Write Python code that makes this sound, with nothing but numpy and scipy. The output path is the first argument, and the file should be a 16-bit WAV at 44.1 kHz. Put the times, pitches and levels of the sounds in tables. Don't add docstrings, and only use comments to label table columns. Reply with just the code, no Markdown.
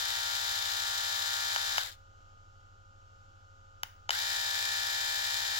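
import sys
import numpy as np
from scipy import signal
from scipy.fft import rfft, irfft
from scipy.io import wavfile

SR = 44100
rng = np.random.default_rng(int(sys.argv[2]) if len(sys.argv) > 2 else 0)


def bounce(signal):
    frames = np.transpose(np.atleast_2d(signal))
    limited = np.clip(frames, -1, 1)
    pcm = np.round(limited * 32767).astype(np.int16)
    wavfile.write(sys.argv[1], SR, pcm)


N = 246519
T = np.arange(N) / SR
FREQS = np.fft.rfftfreq(N, 1 / SR)


def amp(db):
    return 10 ** (np.asarray(db) / 20)


def unit(x):
    return x / np.sqrt(np.mean(x ** 2))


def over_frequency(table, axis=1):
    columns = np.transpose(table)
    return np.interp(np.log(FREQS + 1), np.log(columns[0]), columns[axis])


def colour(x, db):
    return irfft(rfft(x) * amp(db) * np.sqrt(SR / 2), N)


def microphones(pair, likeness):
    c = np.clip(over_frequency(likeness), -1, 1)
    mid, side = rfft(pair) * np.sqrt(np.array([1 + c, 1 - c]) / 2)
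    return irfft(np.array([mid + side, mid - side]), N)


def walk(rate):
    knots = rng.standard_normal(N // 100)
    return unit(np.interp(T * rate, np.arange(len(knots)), knots))


# (frequency [Hz], left level [dB per Hz], right level [dB per Hz])
HOUSING_RADIATION = [(192, -104, -104), (430, -91, -98), (880, -81, -91), (1170, -80.5, -105),
                     (1550, -76, -74.5), (2900, -80, -84.5), (2990, -74.5, -75), (3900, -68.5, -75.5),
                     (4470, -75.5, -77.5), (5100, -74, -80.5), (6470, -81, -83.5), (7280, -74, -86.5),
                     (8370, -87.5, -88), (15400, -83.5, -92)]
# (frequency [Hz], correlation [-1 to 1])
BLADE_LIKENESS = [(200, 0.82), (600, -0.48), (1400, 0.53), (3000, -0.059), (6000, -0.071)]
STROKE_HZ, COLD_SAG_HZ, WARM_S = 61.79, .34, 1.35


def trimmer(chatter_db=0, rasp_db=-2.0, speed_power=1.57, judder=0.0607, lash_db=2, lash_hz=1750):
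    flutter = .0007
    pace, effort = drive()
    full_hz = STROKE_HZ - COLD_SAG_HZ * np.exp(-T / WARM_S)
    unsteady = np.abs(1 + flutter * walk(45) + judder * (1 - pace) * walk(200))
    stroke = np.cumsum(pace * full_hz * unsteady) / SR
    motor = stroke * 28 / 11
    whine = tones(stroke, motor) + overtones(stroke)

    resonance = signal.butter(2, [.8 * lash_hz, 1.2 * lash_hz], "band", fs=SR, output="sos")
    strain = np.minimum(6 * (1 - pace), 1) * pace
    lash = amp(lash_db) * strain * signal.sosfilt(resonance, whine)

    blade = amp(chatter_db) * chatter(stroke, motor) + amp(rasp_db) * rasp(stroke)
    housing_db = np.array([over_frequency(HOUSING_RADIATION, axis=side) for side in (1, 2)])
    blade_noise = colour(microphones(blade, BLADE_LIKENESS), housing_db)
    return effort * (pace ** speed_power * whine + lash + blade_noise)


OFF_S, ON_S = 1.787, 4.104
COAST_S, SPIN_UP_S = .178, .021
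EFFORT_POWER, JOLT, JOLT_S = 1.0, 1, .019


def drive():
    since_on = np.maximum(T - ON_S, 0)
    coasting = np.clip(1 - (T - OFF_S) / COAST_S, 0, 1)
    spinning_up = 1 - np.exp(-since_on / SPIN_UP_S)
    pace = np.clip(coasting + spinning_up, 0, 1)
    jolt = JOLT * (T > ON_S) * np.exp(-since_on / JOLT_S)
    return pace, pace ** EFFORT_POWER + jolt


# (stroke multiple, motor multiple, level before the stop [dB], level after it [dB],
#  left minus right [dB], lag of the right microphone [rad])
LEADING_TONES = [(0, 6, -54, -53, 0, -3.1), (0, 9, -48, -52, -2, -1.5), (0, 10, -55, -56, 2, 0),
                 (0, 12, -51, -48, -9, -2.5), (0, 15, -52, -48, -9, -2.3), (55, 1, -52, -51, 3, .9),
                 (57, 1, -46, -47, 10, 2.2), (10, 0, -64, -65, -1, 1.1), (15, 0, -57, -57, -4, .1),
                 (19, 0, -50, -54, 6, -2.8), (21, 0, -56, -59, 4, -.7), (28, 0, -44, -42, 0, -2.2),
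                 (29, 0, -56, -51, 10, -1), (30, 0, -52, -53, 6, 2.8), (64, 0, -51, -50, 13, 1),
                 (68, 0, -54, -54, 4, -.5), (72, 0, -53, -53, 6, .3), (82, 0, -53, -51, 12, -.7),
                 (84, 0, -53, -51, 10, -.5)]


def tones(stroke, motor, waver_db=1, tones_db=0):
    out = np.zeros((2, N))
    for strokes, turns, before_db, after_db, pan_db, lag in LEADING_TONES:
        cycles = strokes * stroke + turns * motor + rng.random()
        size = amp(np.where(T < ON_S, before_db, after_db) + waver_db * walk(11.0))
        sides = unit(amp(np.array([[pan_db], [-pan_db]]) / 2))
        angle = (2 * np.pi * (cycles % 1) - np.array([[0], [lag]])).astype(np.float32)
        out += np.sqrt(2) * size * sides * np.sin(angle)
    return amp(tones_db) * out


# (frequency [Hz], level of each harmonic [dB])
OVERTONE_OUTLINE = [(370, -71), (494, -71), (555, -58), (679, -64), (740, -51), (802, -50), (1000, -61),
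                    (1400, -60), (1660, -54), (2130, -65), (3750, -55), (4150, -62), (5800, -60),
                    (6300, -67), (7000, -62), (7700, -69)]
# (frequency [Hz], left minus right [dB], lag of the right one [rad])
OVERTONE_SIDES = [(450, 8, 3.2), (600, -4, 3.3), (820, -6, 3.1), (1070, 9, 2.3), (1700, 0, 3.5),
                  (2600, 5, 3.9), (3700, 12, 6.5), (4200, 5, 7), (5500, 10, 4.5)]


def overtones(stroke, count=118, uneven_db=4, overtones_db=-0.07):
    leading = [strokes for strokes, turns, *_ in LEADING_TONES if turns == 0]
    comb = np.zeros(N, np.float32)
    turn = (2 * np.pi * (stroke % 1)).astype(np.float32)
    for k in range(6, count):
        if k in leading:
            continue
        before, after = amp(uneven_db * k / count * rng.standard_normal(2)).astype(np.float32)
        comb += np.where(T < ON_S, before, after) * np.sin(k * turn + 2 * np.pi * rng.random())
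    pan = amp(over_frequency(OVERTONE_SIDES, axis=1))
    lag = over_frequency(OVERTONE_SIDES, axis=2)
    sides = np.array([pan, np.exp(-1j * lag)]) * 2 / np.hypot(pan, 1)
    outline = amp(over_frequency(OVERTONE_OUTLINE) + overtones_db)
    return irfft(rfft(comb) * outline * sides, N)


def chatter(stroke, motor, count=26, scatter_db=3.5, wobble=0.68, spread_s=.004):
    slop_s = .000006
    place, lean, weight = rng.random((count, 3)).T
    strokes = np.arange(int(stroke[-1]) + 1)[:, None]
    at = np.interp(strokes + (np.arange(count) + place) / count, stroke, T)
    motor_angle = 2 * np.pi * (np.interp(at, T, motor) + lean)
    size = (1 + weight) * (1 + wobble * np.cos(motor_angle))
    size = size * amp(scatter_db * rng.standard_normal(at.shape))

    sample = (at + slop_s * rng.standard_normal(at.shape)).reshape(-1, 1) * SR
    taps = sample.astype(int) + np.arange(-6, 7)
    inside = (taps >= 0) & (taps < N) & (at.reshape(-1, 1) < T[-1])
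    pulses = size.reshape(-1, 1) * np.sinc(taps - sample)
    knocks = np.bincount(taps[inside], pulses[inside], N)
    knocks = knocks / knocks[:SR].std()

    treble = signal.butter(3, 2400, "high", fs=SR, output="sos")
    return disperse(signal.sosfilt(treble, knocks), spread_s)


def disperse(x, spread_s, ripple_hz=220):
    knots = rng.random((2, 1000))
    delay = spread_s * np.array([np.interp(FREQS / ripple_hz, np.arange(len(k)), k) for k in knots])
    cycles = np.cumsum(delay, axis=1) * SR / N
    return irfft(rfft(x) * np.exp(-2j * np.pi * cycles), N)


def rasp(stroke, swing_db=-1.0, grain_db=2.0):
    level_db = swing_db * np.cos(2 * np.pi * stroke) + grain_db * walk(400)
    return unit(rng.standard_normal((2, N)) * amp(level_db))


# (time [s], level [dB], contact time [s], treble tilt [dB per octave])
CLICK_TIMES = [(1.5612, -13, 0.00034, -0.5), (1.7811, -10.5, .0004, -1.5), (1.7825, -20, 0.00017, 10),
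               (3.8323, -24, 0.00028, 15), (3.8334, -15.5, 0.0006, 1.5), (4.0908, -20.5, .0003, 0.5),
               (4.093, -13, 0.0011, -1), (4.106, -10.5, 0.0013, 4)]
# (frequency [Hz], level [dB], decay time to -60 dB [s])
SHELL_MODES = [(666, -3, 0.0063), (840, 0, 0.0093), (1466, 1.5, 0.011), (2130, 1, 0.0056),
               (3034, -2.5, 0.015), (3800, -5.5, 0.0061), (4950, -7, 0.0099), (5800, -10, 0.0074),
               (6880, -9.5, 0.0071), (10100, -25.5, 0.0072), (11200, -26.5, 0.0048), (15550, -23.5, .007)]


def button(clicks_db=0, pan_db=3, pivot_hz=3000, lowest_hz=450, lag_s=0.000279):
    scrape = .07
    out, t = np.zeros(N), T[:SR // 20]
    hz, mode_db, t60 = np.transpose(SHELL_MODES)[:, :, None]
    signs = (-1) ** np.arange(len(hz))[:, None]
    modes = signs * np.exp(-np.log(1000) * t / t60) * np.sin(2 * np.pi * hz * t)
    for s, db, contact_s, tilt_db in CLICK_TIMES:
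        push = scrape * rng.standard_normal(len(t)) * np.exp(-t / contact_s)
        push[0] += 1
        shell = (amp(mode_db + tilt_db * np.log2(hz / pivot_hz)) * modes).sum(0)
        snap = signal.fftconvolve(push, shell)[:len(t)]
        first = int(s * SR)
        out[first:first + len(t)] += amp(db) * snap / np.abs(snap).max()
    out = signal.sosfilt(signal.butter(3, lowest_hz, "high", fs=SR, output="sos"), out)
    later = irfft(rfft(out) * np.exp(-2j * np.pi * FREQS * lag_s), N)
    return np.array([out, later]) * amp(clicks_db + np.array([[pan_db], [-pan_db]]) / 2)


def ring(x, t60):
    tail = rng.standard_normal((2, SR // 2)) * np.exp(-np.log(1000) * T[:SR // 2] / t60)
    tail /= np.linalg.norm(tail, axis=1, keepdims=True)
    return signal.fftconvolve(np.atleast_2d(x), tail, axes=1)[:, :N]


# (frequency [Hz], level [dB], lead of the right microphone [rad])
APPLIANCE_LINES = [(20.9, -64.5, .2), (44.7, -70.5, .2), (63.6, -74.5, .2), (87, -64, 0.63),
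                   (99.6, -64, 0.43), (541.4, -74, 1.83), (795, -79, 1.9), (870, -83, 2.3),
                   (1237, -63.5, 2.51), (1343, -72.5, 2.5), (1414, -68.5, 1.94), (1468, -68.5, 2.38),
                   (1454, -82.5, 2.1)]
# (frequency [Hz], level [dB per Hz])
ROOM_AIR = [(30, -92), (110, -96.5), (200, -101), (480, -101), (800, -97.5), (1030, -104), (1330, -94),
            (1800, -111), (2450, -113), (2900, -105), (3700, -111), (7400, -112), (8400, -133),
            (15500, -132)]
# (frequency [Hz], correlation [-1 to 1])
ROOM_AIR_LIKENESS = [(130, 0.59), (290, -0.043), (640, -0.41), (1400, -0.58), (3100, 0.34), (6000, 0.36)]


def background(waver_db=1.0, air_db=0):
    air = microphones(rng.standard_normal((2, N)), ROOM_AIR_LIKENESS)
    out = colour(air, over_frequency(ROOM_AIR) + air_db) * amp(.5 * walk(4.52))
    for hz, db, lead in APPLIANCE_LINES:
        angle = 2 * np.pi * (hz * T + rng.random()) + np.array([[0], [lead]])
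        out = out + np.sqrt(2) * amp(db + waver_db * walk(2.96)) * np.sin(angle)
    return out


def scene(click_room_db=-13, buzz_room_db=-19, room_t60=0.35):
    buzz, clicks = trimmer(), button()
    room = ring(amp(buzz_room_db) * buzz + amp(click_room_db) * clicks, room_t60)
    return buzz + clicks + room + background()


TOP_HZ = 15800


def record(dry):
    return signal.sosfilt(signal.ellip(10, .2, 70, TOP_HZ, fs=SR, output="sos"), dry)


dry = scene()
out = record(dry)
bounce(out)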